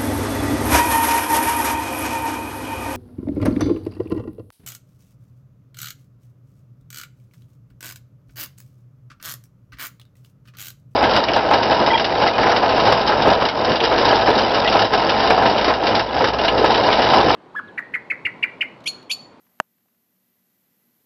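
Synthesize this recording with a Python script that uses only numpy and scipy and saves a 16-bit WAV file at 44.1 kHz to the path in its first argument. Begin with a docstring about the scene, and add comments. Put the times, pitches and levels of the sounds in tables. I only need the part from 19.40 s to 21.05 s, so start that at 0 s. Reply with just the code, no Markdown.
"""Quiet room: one sharp, dry knock right at the microphone, like a bump on its plastic case.
The knock rings damped case modes and overloads the input; the gain control ducks the room drone
and the hiss, which creep back. A cat shifting on laundry in an open dryer drum makes a few
faint ticks and a soft rustle, both shaped band noise."""
import sys
import numpy as np
from scipy import signal
from scipy.fft import rfft, irfft
from scipy.io import wavfile
from scipy.ndimage import uniform_filter1d, minimum_filter1d

SR = 44100
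rng = np.random.default_rng(int(sys.argv[2]) if len(sys.argv) > 2 else 0)


def to_wav(sig):
    """Store sig (one row per channel, or 1-D mono) as 16-bit WAV at the path in sys.argv[1].

    Samples outside -1..1 are clipped; the rate is SR.
    """
    pcm = np.clip(np.atleast_2d(sig), -1, 1) * 32767
    pcm = np.round(pcm).astype(np.int16)
    wavfile.write(sys.argv[1], SR, pcm.T)  # frames by channels


N = 72765
KNOCK_S = .20097


def undb(db):
    """Decibels to gain."""
    return 10 ** (np.asarray(db) / 20)


def noise(gain):
    """Unit-rms noise, spectrum shaped by gain(hz)."""
    hz = np.maximum(np.fft.rfftfreq(N, 1 / SR), 1)
    x = irfft(rfft(rng.standard_normal(N)) * gain(hz), N)
    return x / np.std(x)


def coloured(points):
    """Unit-rms noise through (freq_hz, relative_db) points."""
    hz, db = np.array(points).T
    return noise(lambda f: undb(np.interp(np.log(f), np.log(hz), db)))


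def band(centre_hz, octaves):
    """Unit-rms noise in a soft-edged band."""
    return noise(lambda f: 1 / (1 + (np.log2(f / centre_hz) / octaves) ** 2) ** 2)


def fade(age_s, t60_s):
    """Exponential decay, 60 dB down at t60_s."""
    return np.exp(-np.log(1000) * age_s / t60_s)


def knock(t):
    """A hard, brief contact rings the heavily damped modes of the case."""
    # case modes: pitch_hz, level_db, t60_s
    modes = [(145, -35, 0.015), (201, -26, .018), (603.5, -21, .023), (664.7, -26.5, .02),
             (768, -19, 0.014), (934, -8.5, .0089), (1192, -7, .0065), (1750, -7, 0.0061),
             (2391, -26.1, .009), (2804, -10.7, .005), (3035, -35.2, .011), (4380, -44, .0125),
             (6603, -13, 0.002), (11700, -17.5, .0012)]
    # first swing of each mode at the microphone: sign
    signs = [-1, -1, -1, 1, 1, 1, 1, -1, -1, -1, -1, -1, -1, -1]
    gain_db, contact_s = 5.5, .00004
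    age_s = np.maximum(t - KNOCK_S, 0)
    ring = sum(sign * undb(level_db) * np.sin(2 * np.pi * pitch_hz * age_s) * fade(age_s, t60_s)
               for (pitch_hz, level_db, t60_s), sign in zip(modes, signs))
    attack = 1 - np.exp(-age_s / contact_s)
    return undb(gain_db) * ring * attack


def room_echo(t):
    """Very faint reflections of the knock: a short noise tail."""
    age_s = np.maximum(t - KNOCK_S, 0)
    envelope = (t > KNOCK_S) * fade(age_s, t60_s=.16)
    return undb(-59.5) * envelope * band(centre_hz=900, octaves=1.8)


def cat_stirring(t):
    """A cat shifts on laundry: one soft rustle and small dull ticks."""
    # faint ticks: start_s, level_db, centre_hz
    ticks = [(0.066, -53.5, 810), (.188, -56.5, 1700), (0.381, -60.5, 1500), (.406, -62.5, 1400),
             (.456, -56.5, 550), (0.482, -58.5, 1400), (0.546, -61, 1100)]
    rustle_peak_s, rustle_width_s, tick_attack_s = .11, .0801, .0018
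    swell = np.exp(-((t - rustle_peak_s) / rustle_width_s) ** 2)
    out = undb(-73) * swell * band(centre_hz=744.4, octaves=1.6)
    for start_s, level_db, centre_hz in ticks:
        age_s = np.maximum(t - start_s, 0)
        envelope = (1 - np.exp(-age_s / tick_attack_s)) * fade(age_s, t60_s=.023)
        out += undb(level_db) * envelope * band(centre_hz, octaves=1.7)
    return out


def room_drone():
    """Narrow noise resonances waver as a distant drone over low room noise."""
    # drone resonances: centre_hz, width_hz, level_db
    resonances = [(185.7, 10, -77.5), (235.9, 12, -77), (1996, 14, -89.5)]
    # room noise spectrum: freq_hz, relative_db
    room_spectrum = [(30, -34.5), (60, -14), (100, -4.5), (150, -4), (200, -2.5), (280, -4.5), (400, -9.5),
                     (800, -16.5), (2000, -20), (5000, -27)]
    drone = sum(undb(level_db) * noise(lambda f: 1 / (1 + (2 * (f - centre_hz) / width_hz) ** 2))
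                for centre_hz, width_hz, level_db in resonances)
    return drone + undb(-70.5) * coloured(room_spectrum)


def microphone(x):
    """Flattens the highest peaks, loses the top treble, adds its own high hiss."""
    # hiss spectrum: freq_hz, relative_db
    hiss_spectrum = [(1000, -15), (4000, -14.5), (7000, -14.5), (9700, -19), (10800, -8.5), (11700, -3),
                     (12500, 1), (13500, -3.5), (15000, -12.5)]
    overload_db, cutoff_hz = 1.5, 12740
    clipped = x / (1 + (x / undb(overload_db)) ** 8) ** (1 / 8)
    treble_loss = signal.butter(10, cutoff_hz, fs=SR, output="sos")
    return signal.sosfilt(treble_loss, clipped) + undb(-67.3) * coloured(hiss_spectrum)


def gain_control(x):
    """Turns down just ahead of a peak, recovers at a steady rate in dB."""
    limit_db, recovery_db_per_s, lookahead_s = -2.5, 3, .0035
    over_db = np.maximum(20 * np.log10(np.abs(x) + 1e-12) - limit_db, 0)
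    recovery_db = recovery_db_per_s * np.arange(N) / SR
    cut_db = np.maximum.accumulate(over_db + recovery_db, axis=-1) - recovery_db
    ahead_samples = int(lookahead_s * SR)
    held_gain_db = minimum_filter1d(-cut_db, 2 * ahead_samples + 1)
    return x * undb(uniform_filter1d(held_gain_db, ahead_samples))


def scene():
    """Mono sum at the microphone."""
    t = np.arange(N) / SR
    return (knock(t) + room_echo(t) + cat_stirring(t) + room_drone())[None]


def record(dry):
    """Microphone, low cut, gain control, steep top cut."""
    low_cut_hz, top_cut_hz = 118, 15150
    low_cut = signal.butter(2, low_cut_hz, "high", fs=SR, output="sos")
    top_cut = signal.ellip(10, .2, 80, top_cut_hz, fs=SR, output="sos")
    thinned = signal.sosfilt(low_cut, microphone(dry))
    return signal.sosfilt(top_cut, gain_control(thinned))


dry = scene()
out = record(dry)
to_wav(out)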